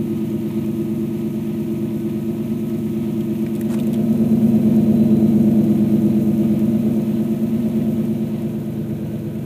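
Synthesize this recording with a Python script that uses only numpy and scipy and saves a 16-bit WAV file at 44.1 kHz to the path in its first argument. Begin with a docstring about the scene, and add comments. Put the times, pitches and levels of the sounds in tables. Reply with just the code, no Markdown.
"""Outdoors, behind a car, a V8 idles through a big open tailpipe. The two cylinder banks fire unevenly
into the pipe's resonances, so the drone lopes once per engine cycle. Flow-modulated noise gives puffs
and hiss; noise and crank-locked tones give the engine bay's whir and whine. A hand-held microphone dips
and closes in on the pipe mouth, backs off and swings round above it, with clicks, a scuff and, late on,
a thin squeak; the layers' levels follow that path."""
import sys
import numpy as np
from scipy import signal
from scipy.fft import rfft, irfft, next_fast_len
from scipy.io import wavfile
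from scipy.ndimage import map_coordinates

SR = 44100
rng = np.random.default_rng(int(sys.argv[2]) if len(sys.argv) > 2 else 0)


def bounce(signal):
    """Save signal as a 16-bit WAV file at the path given by the first command-line argument."""
    frames = np.transpose(np.atleast_2d(signal))
    limited = np.clip(frames, -1, 1)
    pcm = np.round(limited * 32767).astype(np.int16)
    wavfile.write(sys.argv[1], SR, pcm)


N = 416744


def amp(db):
    """Decibel law: level to amplitude gain."""
    return 10 ** (np.asarray(db) / 20)


def unit(x):
    """Normalisation: scale to rms 1."""
    return x / np.sqrt(np.mean(x ** 2) + 1e-20)


def curves(rows):
    """Linear interpolation: one value per sample for each column after the time."""
    s, *columns = np.transpose(rows)
    return [np.interp(np.arange(N) / SR, s, column) for column in columns]


def wobble(rate):
    """Band-limited fluctuation: a smooth random curve with rate knots a second."""
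    knots = rng.standard_normal(int(N * rate / SR) + 4)
    return map_coordinates(knots, [np.arange(N) * rate / SR])


def filtered(x, response):
    """Linear filtering: the spectrum of x times a complex response of frequency."""
    size = x.shape[-1]
    m = next_fast_len(size + SR // 2)
    hz = np.fft.rfftfreq(m, 1 / SR)
    return irfft(rfft(x, m) * response(hz), m)[..., :size]


def noise(spectrum):
    """Spectral shaping: noise of rms 1 whose levels are interpolated over log frequency."""
    f, db = np.transpose(spectrum)

    def shape(hz):
        return amp(np.interp(np.log(hz + 1), np.log(f + 1), db, right=-120))
    return unit(filtered(rng.standard_normal(N), shape))


def resonance(hz, centre, width):
    """Damped oscillator: the causal response of one resonance."""
    return 1j * hz * width / (centre ** 2 - hz ** 2 + 1j * hz * width)


def resonant_noise(centre, width, order=1):
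    """Resonance excited by turbulence: noise of rms 1 through one or more equal resonances."""
    return unit(filtered(rng.standard_normal(N), lambda hz: resonance(hz, centre, width) ** order))


# approach to the pipe mouth and retreat: start_s, nearness_db (over the first spot)
NEARNESS = [(0, 0), (2.34, -0.0), (3.56, 1.3), (4.1, 6.5), (4.49, 9.0), (5.24, 9), (6.9, 5.5), (7.3, 3.5),
            (7.9, 4.5), (8.7, 0.9), (9.45, -0.5)]
# dip towards the line of the jet; swing round the tip to look down on it: (start s, end s)
DIP, SWING = (3.05, 3.7), (7.81, 8.94)


def heard(layer):
    """Distance and directivity: a layer's gain as the microphone dips, nears and swings."""
    level_db, per_nearness, dip_db, swing_db = layer
    t = np.arange(N) / SR
    nearness_db, = curves(NEARNESS)
    dipped, swung = np.interp(t, DIP, [0, 1]), np.interp(t, SWING, [0, 1])
    return amp(level_db + per_nearness * nearness_db + dip_db * dipped + swing_db * swung)


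# panel hum: crank_order (multiple of crank speed), level_db (before its random swell)
PANELS = [(24, -55), (35, -53), (36, -57), (38.5, -58)]


def underbody(turns):
    """Forced vibration: panels hum roughly along with the crank, at the same level from every spot."""
    hum = 0
    for order, db in PANELS:
        level = amp(db + 2.5 * wobble(25)) * np.sqrt(2)
        hum = hum + level * np.sin(2 * np.pi * order * turns + 1.2 * wobble(30))
    return hum


# whir spectrum: frequency_hz, relative_level_db
BAY = [(440, -23.5), (750, -3.5), (795, -6), (955, -2.5), (1180, -10.5), (1280, -7), (1410, -19),
       (1470, -18), (1600, -17), (1740, -11), (2550, -9), (3230, -12.5), (4110, -16), (4770, -24.5),
       (5500, -25), (7150, -60), (12100, -120)]
# belt-driven accessories: crank_order (multiple of crank speed), relative_level_db, phase_drift_rad
WHINES = [(72.05, -61, 0.56), (54.2, -62, 1.7), (85.7, -68, 1.2), (132.6, -65.5, 2.1), (143.7, -66, 1.6)]
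# layer gains: level_db (at the first spot; an offset for the whine), db_per_nearness_db, dip_db, swing_db
WHIR = (-47.5, 0.11, 0, -2.5)
WHINE = (1.5, 0.12, -1.5, -3.5)


def engine_bay(turns):
    """Broadband and order-locked radiation: valve gear whirs, accessories whine with the crank."""
    whir = unit(noise(BAY) * amp(0.93 * wobble(140) + 0.54 * wobble(10)))
    whine = 0
    for order, db, drift in WHINES:
        level = amp(db + 1.3 * wobble(9.9)) * np.sqrt(2)
        whine = whine + level * np.sin(2 * np.pi * order * turns + drift * wobble(22))
    return heard(WHIR) * whir + heard(WHINE) * whine


# a faint thin squeak: one arch of pitch and level
SQUEAK_S, SQUEAK_LENGTH_S, SQUEAK_HZ, SQUEAK_ARCH_HZ, SQUEAK_DB = 8.56, .4, 11100, 850, -64


def squeak():
    """Frequency modulation: a thin, unsteady whistle arches up and falls back."""
    u = np.clip((np.arange(N) / SR - SQUEAK_S) / SQUEAK_LENGTH_S, 0, 1)
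    arch = np.abs(np.sin(np.pi * u))
    hz = SQUEAK_HZ + SQUEAK_ARCH_HZ * arch + 90 * wobble(300)
    level = amp(SQUEAK_DB + 2.4 * wobble(40)) * np.sqrt(2 * arch)
    return level * np.sin(2 * np.pi * np.cumsum(hz) / SR)


# scuff spectrum: frequency_hz, relative_level_db
SCUFF = [(200, -10), (700, 9), (1400, 1), (3000, -6), (5000, -11), (8000, -6), (15000, -14)]
# the grip slides once: swells, holds and dies away
SLIDE_S, SLIDE_DB, SLIDE_ATTACK_S, SLIDE_HOLD_S, SLIDE_T60_S = 3.677, -39, 0.026, .04, .16


def scuff():
    """Sliding friction: grainy noise under the envelope of one stroke."""
    t = np.arange(N) / SR - SLIDE_S
    attack = np.clip(t / SLIDE_ATTACK_S, 0, 1)
    decay = amp(-60 * np.maximum(t - SLIDE_ATTACK_S - SLIDE_HOLD_S, 0) / SLIDE_T60_S)
    grains = unit(noise(SCUFF) * amp(3.6 * wobble(300)))
    return amp(SLIDE_DB) * attack * decay * grains


# snap spectrum: frequency_hz, relative_level_db
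CLICK = [(1500, -23), (5000, -22), (7500, -2), (13000, -3), (16000, -8)]
# handling clicks: start_s, level_db (before the ring and snap trims), ring_hz, snap_db (relative to level_db)
CLICKS = [(3.207, -27.5, 2980, -19), (3.464, -26, 2070, -25), (3.552, -33.5, 3440, -5),
          (3.5607, -28.5, 2570, -14), (3.612, -25, 1720, -7.5), (3.7896, -24.5, 2480, -20),
          (3.7996, -25.5, 3500, -15), (3.8336, -31, 2480, -13), (3.8702, -36, 2700, -2.5),
          (3.931, -28.5, 3300, -7), (3.941, -24.5, 3380, -11)]


def clicks(t60, snap_t60, ring_db, snap_db):
    """Impact excitation: shifting fingers ring the hand-held shell, each click with a brighter snap."""
    out = np.zeros(N)
    snap = noise(CLICK)
    age = np.arange(SR // 10) / SR
    decay, snap_decay = amp(-60 * age / t60), amp(-60 * age / snap_t60)
    for s, db, centre, bright_db in CLICKS:
        start = round(s * SR)
        span = slice(start, start + len(age))
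        burst = rng.standard_normal(len(age))
        shell = unit(filtered(burst, lambda hz: resonance(hz, centre, 400)))
        out[span] += amp(db + ring_db) * decay * shell
        out[span] += amp(db + bright_db + snap_db) * snap_decay * snap[span]
    return out


# hiss spectrum: frequency_hz, relative_level_db
HISS = [(2650, -40), (4500, -13.5), (5700, -7.5), (6510, -3.5), (7210, -6), (9170, -5.5), (14300, 0),
        (15300, -3.5)]
# layer gain: level_db (at the first spot), db_per_nearness_db, dip_db, swing_db
GAS = (-51, 0.18, 0.13, -3)
# one swell per engine cycle: swing either side of the mean, crank angle of the peak
HISS_LOPE_DB, HISS_PEAK_DEG = 0.4, 330


def gas_hiss(turns, flow, throb, spit_rate, spit_db):
    """Turbulent flow noise: fine hiss surges with the flow and lopes with the cycle, with tiny spits."""
    spits = (rng.random(N) < spit_rate / SR) * rng.exponential(size=N)
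    spits = signal.lfilter([1], [1, -np.exp(-1 / (0.00092 * SR))], spits)  # each dies away in about 1 ms
    hiss = unit(noise(HISS) * (1 + throb * flow + amp(spit_db) * spits))
    # a cycle is two turns
    lope_db = HISS_LOPE_DB * np.cos(np.pi * turns - np.radians(HISS_PEAK_DEG) / 2)
    return heard(GAS) * amp(lope_db + 0.68 * wobble(35)) * hiss


# layer gains: level_db (at the first spot, before the lip's flutter), db_per_nearness_db, dip_db, swing_db
LIP = (-80, 1.7, 4.5, 2)
HOLLOW = (-69, 0.1, 6.5, 4)


def pipe_tip():
    """Flow-excited resonance: gas grazing the lip sings faintly, and the tip's hollow colours the gas."""
    lip = heard(LIP) * amp(2.6 * wobble(6)) * resonant_noise(4011, 30)
    hollow = heard(HOLLOW) * resonant_noise(1513, 280, order=2)
    return lip + hollow


# low noise spectrum: frequency_hz, relative_level_db
RUMBLE = [(15, 0), (45, 18), (65, -43), (95, 21.5), (170, 11), (300, 18), (450, -2), (900, -9.5),
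          (2000, -60)]
# layer gain: level_db (at the first spot), db_per_nearness_db, dip_db, swing_db
RUMBLE_LEVEL = (-37.5, 0.1, 0.6, -4)


def rumble():
    """Low-frequency broadband noise: a steady bed under the drone."""
    return heard(RUMBLE_LEVEL) * noise(RUMBLE)


# the idle hunts a little: start_s, crank_rpm
SPEED = [(0.0, 1047.7), (0.91, 1043.0), (1.12, 1051.7), (2.07, 1048.4), (2.66, 1067.4), (3.27, 1042.5),
         (3.73, 1057.9), (4.32, 1067.9), (5.55, 1031.6), (6.55, 1030.6), (6.84, 1054.9), (7.21, 1052.3),
         (7.58, 1072.0), (8.7, 1050.0), (8.95, 1029.5), (9.45, 1049.0)]


def crank_rpm():
    """Rotational speed: the wandering idle at every sample."""
    return curves(SPEED)[0]


# firings of one 720-degree cycle: crank_angle_deg, strength_db (before scatter), bank (0 or 1)
FIRINGS = [(61, -2.4, 0), (150.6, -1.8, 1), (238.8, 3.2, 0), (334.8, .7, 1), (425.8, -.1, 1),
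           (514.3, -1.8, 0), (600.5, 4.3, 1), (689.1, 5, 0)]


def firing_times(turns, scatter_db, jitter_s):
    """Cyclic variation: sample, strength and bank of every firing; no two burns are quite alike."""
    angle, db, bank = np.transpose(FIRINGS)
    cycles = int(turns[-1] / 2) + 1
    at = (2 * np.arange(cycles)[:, None] + angle / 360).ravel()  # in crank turns
    chance = rng.standard_normal((len(at), 2))
    sample = np.interp(at, turns, np.arange(N), right=2 * N) + jitter_s * SR * chance[:, 0]
    size = amp(np.tile(db, cycles) + scatter_db * chance[:, 1])
    keep = (sample >= 0) & (sample < N)
    return sample[keep].astype(int), size[keep], np.tile(bank, cycles)[keep]


def gas_flow(sample, size, puff_s):
    """Pulsating flow: outflow of mean 1 with a short surge after each firing."""
    u = np.arange(SR // 20) / (SR * puff_s)
    pulses = np.bincount(sample, size, N)
    surge = np.abs(signal.fftconvolve(pulses, u * np.exp(-u))[:N])
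    return surge / surge.mean()


# exhaust resonances: centre_hz, width_hz, bank_0_gain, bank_1_gain (signed, relative)
PIPE = [(75.0, 15.0, -8.3, 7.6), (79.0, 10.0, -8.1, -18.0), (112.0, 18.0, -49.1, 11.6),
        (113.0, 44.0, 43.5, -0.3), (157.0, 6.0, -17.8, 80.3), (228.0, 17.0, -115.8, -61.0),
        (241.0, 16.0, 69.1, 31.0), (296.0, 9.0, 9.6, -25.5), (337.0, 7.0, 28.9, 47.2),
        (360.0, 10.0, -2.9, -8.5), (409.0, 11.0, 0.7, -2.0), (446.0, 19.0, -1.7, 0.1),
        (501.0, 8.0, -5.7, 6.6), (511.0, 18.0, 2.4, -5.2), (581.0, 11.0, 0.4, -3.7),
        (589.0, 14.0, 2.6, 2.3), (635.0, 17.0, -0.3, 0.7), (674.0, 9.0, -0.9, 1.5),
        (724.0, 20.0, -0.2, 0.3)]


def tailpipe(sample, size, bank, mouth_hz):
    """Modal superposition: each bank's pulses ring the pipe; the open mouth radiates no deep bass."""
    lead = sample[3 * len(FIRINGS)] - sample[0]  # three cycles
    out = 0
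    for side in range(2):
        pulses = np.bincount(sample, size * (bank == side), N)
        running = np.concatenate([pulses[:lead], pulses])  # the pipe is already ringing at the start

        def modes(hz):
            return sum(row[2 + side] * resonance(hz, row[0], row[1]) for row in PIPE)
        out = out + filtered(running, modes)

    def mouth(hz):
        return -hz ** 2 / (mouth_hz ** 2 - hz ** 2 + 1j * np.sqrt(2) * hz * mouth_hz)
    return filtered(out, mouth)[lead:]


def low_pass(x, edge, steepness):
    """Low-pass filtering: zero-phase, at half amplitude on the edge in Hz."""
    return filtered(x, lambda hz: 1 / (1 + (hz / edge) ** steepness))


# puff noise spectrum: frequency_hz, relative_level_db
PUFF = [(220, -36), (380, -15), (426, 6.5), (473, -6), (518, -4), (695, -4.5), (879, -26.5), (1040, -27),
        (1140, -49), (1240, -46), (1500, -26), (1950, -55), (3300, -120)]
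# layer gains: level_db (at the first spot, before the rasp's own mix), db_per_nearness_db, dip_db, swing_db
THROAT = (-46, 1.085, 2.5, 3.5)
BARK = (-44, 0.935, 3.5, -1.5)


def exhaust_rasp(bark, flow):
    """Amplitude modulation: flow-driven puffs roughen the bark; the throaty half has its own nearness."""
    bark = unit(low_pass(bark, 800, 8))
    puffs = unit(noise(PUFF) * (1 + 0.1 * flow))
    rasp = (amp(-2.5) * bark + amp(-2.0) * puffs) * amp(0.17 * wobble(13))
    # the throaty lower half comes forward close to the mouth
    throat = low_pass(rasp, 560, 24)
    return heard(THROAT) * throat + heard(BARK) * (rasp - throat)


# edges between the pipe's registers: edge_hz
CROSSOVERS_HZ = [180, 275, 390]
# layer gains: level_db (at the first spot, before the ring's swell), db_per_nearness_db, dip_db, swing_db
THUD = (-30, 0.94, -2.2, 4)
DRONE = (-23.5, 1.0365, 0, -4.5)
RING = (-28, 0.39, -1.22, -5.5)
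# the pipe rings a little less as the idle speeds up
RING_DB_PER_RPM = -0.12


def exhaust(pipe, flow):
    """Band-dependent radiation: the pipe's registers swell differently as the microphone nears."""
    rpm = crank_rpm()
    below = [low_pass(pipe, edge, 24) for edge in CROSSOVERS_HZ]
    thud, drone, ring, bark = np.diff([np.zeros(N), *below, pipe], axis=0)
    ring = unit(ring) * amp(RING_DB_PER_RPM * (rpm - rpm.mean()) + 1.0 * wobble(18))
    body = heard(THUD) * unit(thud) + heard(DRONE) * unit(drone) + heard(RING) * ring
    return body + exhaust_rasp(bark, flow)


def scene():
    """Superposition: the idling engine, heard from behind the car, and the handling sounds."""
    turns = np.cumsum(crank_rpm()) / 60 / SR
    steady = np.linspace(0, turns[-1], N)
    sample, size, bank = firing_times(steady, scatter_db=.85, jitter_s=.00008)

    def paced(x):
        """Time warping: the lope keeps its shape and only stretches as the idle speed wanders."""
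        return np.interp(turns, steady, x)
    pipe = paced(tailpipe(sample, size, bank, mouth_hz=60))
    flow = paced(gas_flow(sample, size, puff_s=0.0025))
    sound = underbody(turns) + engine_bay(turns)
    sound += squeak() + scuff()
    sound += clicks(t60=0.036, snap_t60=0.021, ring_db=-9.5, snap_db=2)
    sound += gas_hiss(turns, flow, throb=0.084, spit_rate=45, spit_db=-2.5)
    sound += pipe_tip() + rumble() + exhaust(pipe, flow)
    return sound[None]


TOP_HZ = 15420  # band limit


def record(dry):
    """Band limiting: the microphone weakens the deepest bass and drops all above its limit."""
    def response(hz):
        low_cut = amp(-17.0) + (1 - amp(-14)) / (1 + (62 / (hz + 1)) ** 16)
        return low_cut * (hz < TOP_HZ)
    return filtered(dry, response)


dry = scene()
out = record(dry)
bounce(out)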